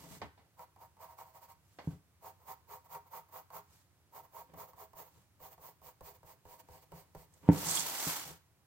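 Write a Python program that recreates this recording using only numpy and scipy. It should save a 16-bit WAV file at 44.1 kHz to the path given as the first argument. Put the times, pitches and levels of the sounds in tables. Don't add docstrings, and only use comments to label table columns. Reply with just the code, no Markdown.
import sys
import numpy as np
from scipy import signal
from scipy.fft import rfft, irfft, next_fast_len
from scipy.io import wavfile

SR = 44100
rng = np.random.default_rng(int(sys.argv[2]) if len(sys.argv) > 2 else 0)


def file_out(sig):
    cols = np.atleast_2d(sig).T
    lim = np.clip(cols, -1, 1)
    pcm = np.round(lim * 32767).astype(np.int16)
    wavfile.write(sys.argv[1], SR, pcm)


N = 381906
TIME = np.arange(N) / SR
TOP_HZ, HIT_SAMPLES = 15830, 22050

# freq_hz, level_db
BLUNT_HISS = [(800, -10.5), (2200, 1), (3600, -6.5), (4500, 0), (6000, -4.5), (8500, -1), (10000, -7),
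              (13000, 0.5), (16000, 2.5)]


def pencil():
    # middle_s, length_s, level_db
    strokes = [(0.615, 0.13, -53), (0.829, 0.14, -56.5), (1.034, 0.13, -52), (1.112, 0.14, -59),
               (1.207, 0.12, -53), (1.28, 0.15, -63), (1.367, 0.11, -57.5), (1.437, 0.098, -56.5),
               (1.507, 0.1, -58), (2.27, 0.16, -51), (2.428, 0.15, -67.5), (2.504, 0.13, -47.5),
               (2.733, 0.16, -49.5), (2.859, 0.064, -62), (2.94, 0.15, -49), (3.074, 0.068, -65),
               (3.16, 0.16, -48), (3.293, 0.036, -65.5), (3.367, 0.16, -49), (3.564, 0.14, -47),
               (4.173, 0.15, -51), (4.249, 0.065, -60.5), (4.382, 0.18, -51), (4.61, 0.16, -49),
               (4.692, 0.081, -59), (4.813, 0.16, -53.5), (4.998, 0.14, -50.5), (5.067, .113, -63),
               (5.451, 0.16, -54.5), (5.527, 0.075, -58), (5.661, 0.19, -55.5), (5.871, 0.16, -57),
               (6.076, 0.17, -55), (6.155, 0.073, -64), (6.299, 0.16, -59), (6.519, 0.2, -60),
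               (6.601, 0.055, -57.5), (6.745, 0.21, -60.5), (6.83, 0.061, -64), (6.979, 0.2, -59.5),
               (7.204, 0.19, -62)]
    # freq_hz, right_minus_left_db
    balance = [(100, 2), (500, -1), (950, 2.5), (1600, -0.5), (2900, 6), (4200, 0), (9000, 2), (12200, 2),
               (14500, 7), (16000, 4)]
    force = swells(strokes, sharpness=3.03)
    pace = swells([(middle, length, 0) for middle, length, _ in strokes])
    return pan(murmur(force, pace) + hiss(force) + squeak() + landings(), balance)


def murmur(force, pace, gain_db=0.23, brighten=0.085, firm_weight=0.33, thin_hz=560):
    centre_hz, _, weight = grip(TIME)
    drag = force * friction(catches_per_s=650, rough_db=2.5)
    centre_hz = centre_hz * (1 + brighten * (pace - 0.5))
    steps_hz = np.geomspace(500, 1300, 6)
    fades = [np.interp(centre_hz, steps_hz, share) for share in np.eye(6)]
    body = undb(gain_db) * sum(fade * lead_on_table(drag, hz) for hz, fade in zip(steps_hz, fades))
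    lightness = np.clip(1 - weight / firm_weight, 0, 1)
    return body - lightness * through(body, lambda f: 1 / (1 + (f / thin_hz) ** 10))


def hiss(force, gain_db=1):
    # time_s, blunt_share (0-1)
    lean = [(.6, 0.6), (1.5, 0.74), (2.3, 0.2), (3.6, 0.03), (5.6, 0.03), (6.3, 0.5), (6.7, 1), (7.1, 0.94)]
    # freq_hz, level_db
    sharp_hiss = [(800, -30), (2200, -14.5), (3300, -16.5), (4400, -16), (5500, -15), (6700, -12),
                  (9800, -18.5), (11500, -11), (13000, -4.5), (15000, -0.5), (16000, -3.5)]
    _, hiss_db, _ = grip(TIME)
    blunt = np.interp(TIME, *np.transpose(lean))
    scratch = undb(gain_db + hiss_db) * force * friction(catches_per_s=1900, rough_db=2)
    return np.sqrt(1 - blunt) * colour(scratch, sharp_hiss) + np.sqrt(blunt) * colour(scratch, BLUNT_HISS)


def squeak(pitch_hz=965, width_hz=35):
    # middle_s, length_s, level_db
    squeaks = [(6.54, 0.17, -59)]
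    ring = through(noise_pair(), lambda f: resonance(f, pitch_hz, width_hz) ** 2)
    return swells(squeaks) * ring / np.std(ring)


def landings(dulling=0.14, tick_db=-14, thud_db=-3):
    # start_s, level_db
    contacts = [(.593, -54), (0.761, -63), (0.968, -66), (1.186, -53.5), (2.691, -63), (2.949, -47.5),
                (3.321, -75), (3.503, -56.5), (4.349, -59), (4.538, -56.5), (4.733, -61), (4.932, -60),
                (5.402, -61.5), (5.579, -62), (5.816, -64), (6.008, -54.5), (6.231, -61), (6.453, -58.5),
                (6.686, -58.5), (6.919, -53), (7.149, -51)]
    start_s, db = np.transpose(contacts)
    centre_hz, _, weight = grip(start_s)
    taps = play(zip(start_s, db, centre_hz * (1 - dulling * weight)), tap)
    ticks = play(zip(start_s, db + tick_db), lambda: colour(burst(t60_s=0.024), BLUNT_HISS))
    thuds = play(zip(start_s, db + thud_db + 40 * np.log10(weight)), thud)
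    return taps + ticks + thuds


def tap(centre_hz, t60_s=0.11, settle_s=0.022, sag=1.12):
    strike = burst(t60_s)
    fresh = np.exp(-np.arange(HIT_SAMPLES) / SR / settle_s)
    attack = lead_on_table(strike * fresh, centre_hz * sag)
    return attack + lead_on_table(strike * (1 - fresh), centre_hz / sag)


def thud(t60_s=0.26, cutoff_hz=150):
    return through(burst(t60_s), lambda f: table_top(f, flat_db=-13) / (1 + 1j * f / cutoff_hz) ** 4)


def grip(times_s):
    # time_s, murmur_centre_hz, hiss_over_murmur_db, hand_weight (0-1)
    holds = [(.6, 820, -12.5, 0.16), (1.5, 810, -7.5, 0.09), (2.3, 836, -8.5, 0.28), (3.4, 925, -7, 0.26),
             (4.5, 820, -6.5, 0.5), (5.5, 783, -2, 0.88), (6.2, 750, -3.5, 1), (7.1, 677, -3, .95)]
    knots_s, *columns = np.transpose(holds)
    return [np.interp(times_s, knots_s, column) for column in columns]


def lead_on_table(force, centre_hz, usual_hz=850):
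    # freq_hz, level_db
    drag = [(50, -30.5), (160, -18), (290, -28.5), (400, -6.5), (520, -6.5), (750, -0.5), (950, -2.5),
            (1250, -6), (1500, -15.5), (2000, -11.5), (3200, -35), (6000, -30), (12000, -41)]
    shifted = [(hz * centre_hz / usual_hz, db) for hz, db in drag]
    return colour(force, shifted, on_table=True)


def table_top(f, flat_db=-9):
    # pitch_hz, width_hz, level_db
    modes = [(82, 31, -2.5), (145, 13, 0.5), (166.4, 18.4, 8), (288.6, 24, 0.5), (416.5, 20, 2),
             (504.4, 31, 1.5), (646.7, 26, -0.5), (769, 25.4, 0), (927, 64, 3.5), (1036, 95, -7)]
    return undb(flat_db) + sum(undb(db) * resonance(f, hz, width) for hz, width, db in modes)


def handling():
    # start_s, level_db, contact_cutoff_hz
    thumps = [(.12, -58, 500), (.168, -57, 120), (1.874, -33, 60), (1.931, -52, 60), (1.953, -56.5, 60),
              (7.489, -15, 500), (7.499, -21.5, 802), (8.07, -40, 400)]
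    # freq_hz, right_minus_left_db
    balance = [(100, 1.5), (500, 1.5), (2700, 1), (7000, 2), (11000, 0.5), (16000, 1)]
    hits = play(thumps, palm_thump) + pencil_clicks() + paper_snaps()
    return pan(hits + rubbing(*(brushing() + turning())), balance)


def palm_thump(contact_hz, t60_s=0.2, slap_hz=600, cushion_hz=3000):
    # freq_hz, level_db
    palm = [(35, -32.5), (60, -8.5), (100, 2.5), (175, 2.5), (290, 4.5), (500, -9), (900, -11.5),
            (1100, -28.5), (1400, -16.5), (2500, -21.5), (6000, -49.5)]
    blow = through(burst(t60_s), lambda f: (1j * f / (slap_hz + 1j * f)) ** 2)
    blow[:, 0] += 1
    soft = lambda f: 1 / ((1 + 1j * f / contact_hz) * (1 + 1j * f / cushion_hz))
    return through(blow, lambda f: table_top(f) * minimum_phase(palm, f) * soft(f))


def pencil_clicks():
    # start_s, level_db, ring_t60_s
    clicks = [(.2165, -42, 0.11), (.376, -63.5, 0.3), (1.787, -48.5, 0.17)]
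    # freq_hz, level_db
    plastic = [(60, -19), (250, -8.5), (450, -6.5), (800, -1), (1300, -15), (1900, -12), (2800, -20),
               (4500, -21), (7000, -36), (15000, -56)]
    return play(clicks, lambda t60_s: colour(burst(t60_s), plastic))


def paper_snaps():
    # start_s, level_db, pitch_hz
    snaps = [(.143, -77, 8000), (7.338, -68.5, 7530), (7.711, -35, 7800), (7.755, -37, 7500),
             (7.772, -39.5, 3480)]
    snap = lambda hz: through(burst(t60_s=0.039), lambda f: resonance(f, hz, 0.38 * hz) ** 2)
    return play(snaps, snap) * undb([[-3], [1.5]])


def rubbing(rub, rasp, rumble):
    # freq_hz, level_db
    face_tone = [(100, -24), (300, -0.5), (420, -4.5), (780, 3), (920, 6.5), (1080, 1.5), (2400, -2),
                 (4000, -0.5), (8200, 0), (10000, -4.5), (13000, 0.5), (16000, -2)]
    # freq_hz, level_db
    edge_tone = [(1000, -29), (2600, -33), (3400, -8), (5000, -5.5), (6000, -2), (7500, 1), (8600, -1.5),
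                 (10000, -9.5), (15000, -22.5)]
    # freq_hz, level_db
    low_tone = [(30, -25.5), (80, -1.5), (160, -3.5), (300, -6), (450, -7), (1000, -14.5), (3000, -18),
                (9000, -47.5)]
    face = colour(rub * friction(catches_per_s=460, rough_db=2), face_tone)
    edge = colour(rasp * friction(catches_per_s=710, rough_db=4), edge_tone) * undb([[-4], [2]])
    low = colour(rumble * friction(catches_per_s=120, rough_db=5), low_tone, on_table=True)
    return face + edge + low


def turning(rub_db=7, rasp_db=2, press_db=-43, ease_db_per_s=38):
    # time_s, level_db
    slide = [(7.505, -80), (7.519, -55), (7.685, -45), (7.779, -43), (7.811, -46), (7.973, -48),
             (8.099, -42.5), (8.293, -57), (8.38, -75)]
    # middle_s, length_s, level_db
    scrapes = [(7.71, 0.17, -39), (7.788, 0.11, -38), (8.03, .2, -47)]
    times_s, db = np.transpose(slide)
    moving = (TIME >= times_s[0]) & (TIME <= times_s[-1])
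    rub = undb(rub_db + np.interp(TIME, times_s, db))
    rasp = undb(rasp_db) * swells(scrapes, sharpness=1.2)
    rumble = undb(press_db - ease_db_per_s * abs(TIME - times_s[0]))
    return moving * np.array([rub, rasp, rumble])


def brushing(rub_db=6, rasp_db=-5, rumble_db=4):
    # middle_s, length_s, rub_level_db, rumble_level_db
    sweeps = [(0.031, 0.26, -65, -58.5), (0.139, .14, -61.5, -52.5), (0.232, .16, -77, -57.5),
              (1.75, 0.4, -80.5, -85), (1.899, 0.21, -74.5, -57.5), (3.757, 0.24, -74, -79),
              (4.544, 0.34, -91, -67), (5.17, 0.26, -78, -73.5), (6.864, 1.8, -87, -78.5),
              (7.372, .2, -80.5, -75), (7.471, 0.13, -76, -51.5), (8.299, 0.27, -84.5, -62)]
    rub = swells(np.array(sweeps)[:, :3], sharpness=1.86)
    rumble = swells(np.array(sweeps)[:, [0, 1, 3]], sharpness=2.7)
    return np.array([undb(rub_db) * rub, undb(rasp_db) * rub, undb(rumble_db) * rumble])


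def near_echoes(x, echo_db=-6, spread_s=0.0056, above_hz=1500, count=8):
    lags_s = rng.uniform(0.00033, spread_s, (count, 2, 1))
    def response(f):
        share = undb(echo_db) * f ** 2 / (f ** 2 + above_hz ** 2)
        echoes = sum(np.exp(-2j * np.pi * f * lag) for lag in lags_s) / np.sqrt(count)
        return (1 + share * echoes) / np.sqrt(1 + share ** 2)
    return through(x, response)


def room(x, send_db=-14, t60_s=0.34, gap_s=0.007):
    tone = [(300, 0), (700, -3.5), (1500, 8), (6000, 2), (14000, -2.5)]  # freq_hz, level_db
    tail = through(burst(t60_s), lambda f: minimum_phase(tone, f))
    tail = np.pad(tail, ((0, 0), (int(gap_s * SR), 0)))
    return x + undb(send_db) * signal.fftconvolve(x, tail, axes=1)[:, :N]


def room_tone(level_db=-70):
    # freq_hz, level_db
    air = [(15, -54.5), (25, -30), (59, -22.5), (75, -7), (96, -5.5), (140, -14), (178, -15.5),
           (240, -26.5), (289, -20.5), (445, -26.5), (945, -27), (2420, -33), (3170, -35.5), (15500, -37.5)]
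    return pan(colour(noise_pair(), air) * undb(level_db), [(100, 1), (1000, 1.8)])


def friction(catches_per_s, rough_db):
    catches_s = np.cumsum(rng.exponential(1 / catches_per_s, N // 4))
    force = undb(rough_db * np.interp(TIME, catches_s, rng.standard_normal(len(catches_s))))
    return noise_pair() * force / np.sqrt(np.mean(force ** 2))


def burst(t60_s):
    x = noise_pair(HIT_SAMPLES) * np.exp(-np.log(1000) * np.arange(HIT_SAMPLES) / SR / t60_s)
    return x / np.sqrt(np.sum(x ** 2) / 2)


def noise_pair(size=N, lag_s=0.00009):
    # freq_hz, correlation (0-1)
    likeness = [(200, 0.76), (550, 0.77), (950, 0.84), (1400, 0.46), (3000, 0.37), (9000, 0.069),
                (14000, 0.15)]
    right, other = rng.standard_normal((2, size))
    shared = through(right, lambda f: curve(likeness, f) * np.exp(-2j * np.pi * f * lag_s))
    apart = through(other, lambda f: np.sqrt(1 - curve(likeness, f) ** 2))
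    return np.array([shared + apart, right])


def swells(rows, sharpness=6.2):
    gain = np.zeros(N)
    for middle, length, db in rows:
        span = slice(max(int((middle - length / 2) * SR), 0), int((middle + length / 2) * SR))
        gain[span] += undb(db) * abs(np.cos(np.pi * (TIME[span] - middle) / length)) ** sharpness
    return gain


def play(events, voice):
    track = np.zeros((2, N + HIT_SAMPLES))
    for start_s, db, *settings in events:
        hit, start = voice(*settings), int(start_s * SR)
        attack_rms = np.sqrt(np.mean(hit[:, :SR // 50] ** 2))
        track[:, start:start + HIT_SAMPLES] += hit * undb(db) / attack_rms
    return track[:, :N]


def colour(x, spectrum, on_table=False):
    def response(f):
        shape = minimum_phase(spectrum, f) * (table_top(f) if on_table else 1) * (f < TOP_HZ)
        return shape / np.sqrt(np.mean(abs(shape) ** 2))
    return through(x, response)


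def pan(x, balance):
    return through(x, lambda f: undb(np.outer([-0.5, 0.5], curve(balance, f))))


def resonance(f, hz, width_hz):
    return 1j * f * width_hz / (hz ** 2 - f ** 2 + 1j * f * width_hz)


def minimum_phase(spectrum, f):
    cepstrum = irfft(np.log(undb(curve(spectrum, f))))
    half = len(cepstrum) // 2
    cepstrum[1:half] *= 2
    cepstrum[half + 1:] = 0
    return np.exp(rfft(cepstrum))


def through(x, response):
    size = 2 * next_fast_len(x.shape[-1] * 2 // 3)
    f = np.linspace(0, SR / 2, size // 2 + 1)
    return irfft(rfft(x, size) * response(f), size)[..., :x.shape[-1]]


def curve(points, f):
    hz, value = np.transpose(points)
    return np.interp(np.log(f + 1), np.log(hz), value)


def undb(db):
    return 10 ** (np.asarray(db) / 20)


def scene():
    return room_tone() + room(near_echoes(pencil() + handling()))


def record(dry):
    return signal.sosfiltfilt(signal.ellip(10, 0.1, 50, TOP_HZ, fs=SR, output="sos"), dry)


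dry = scene()
out = record(dry)
file_out(out)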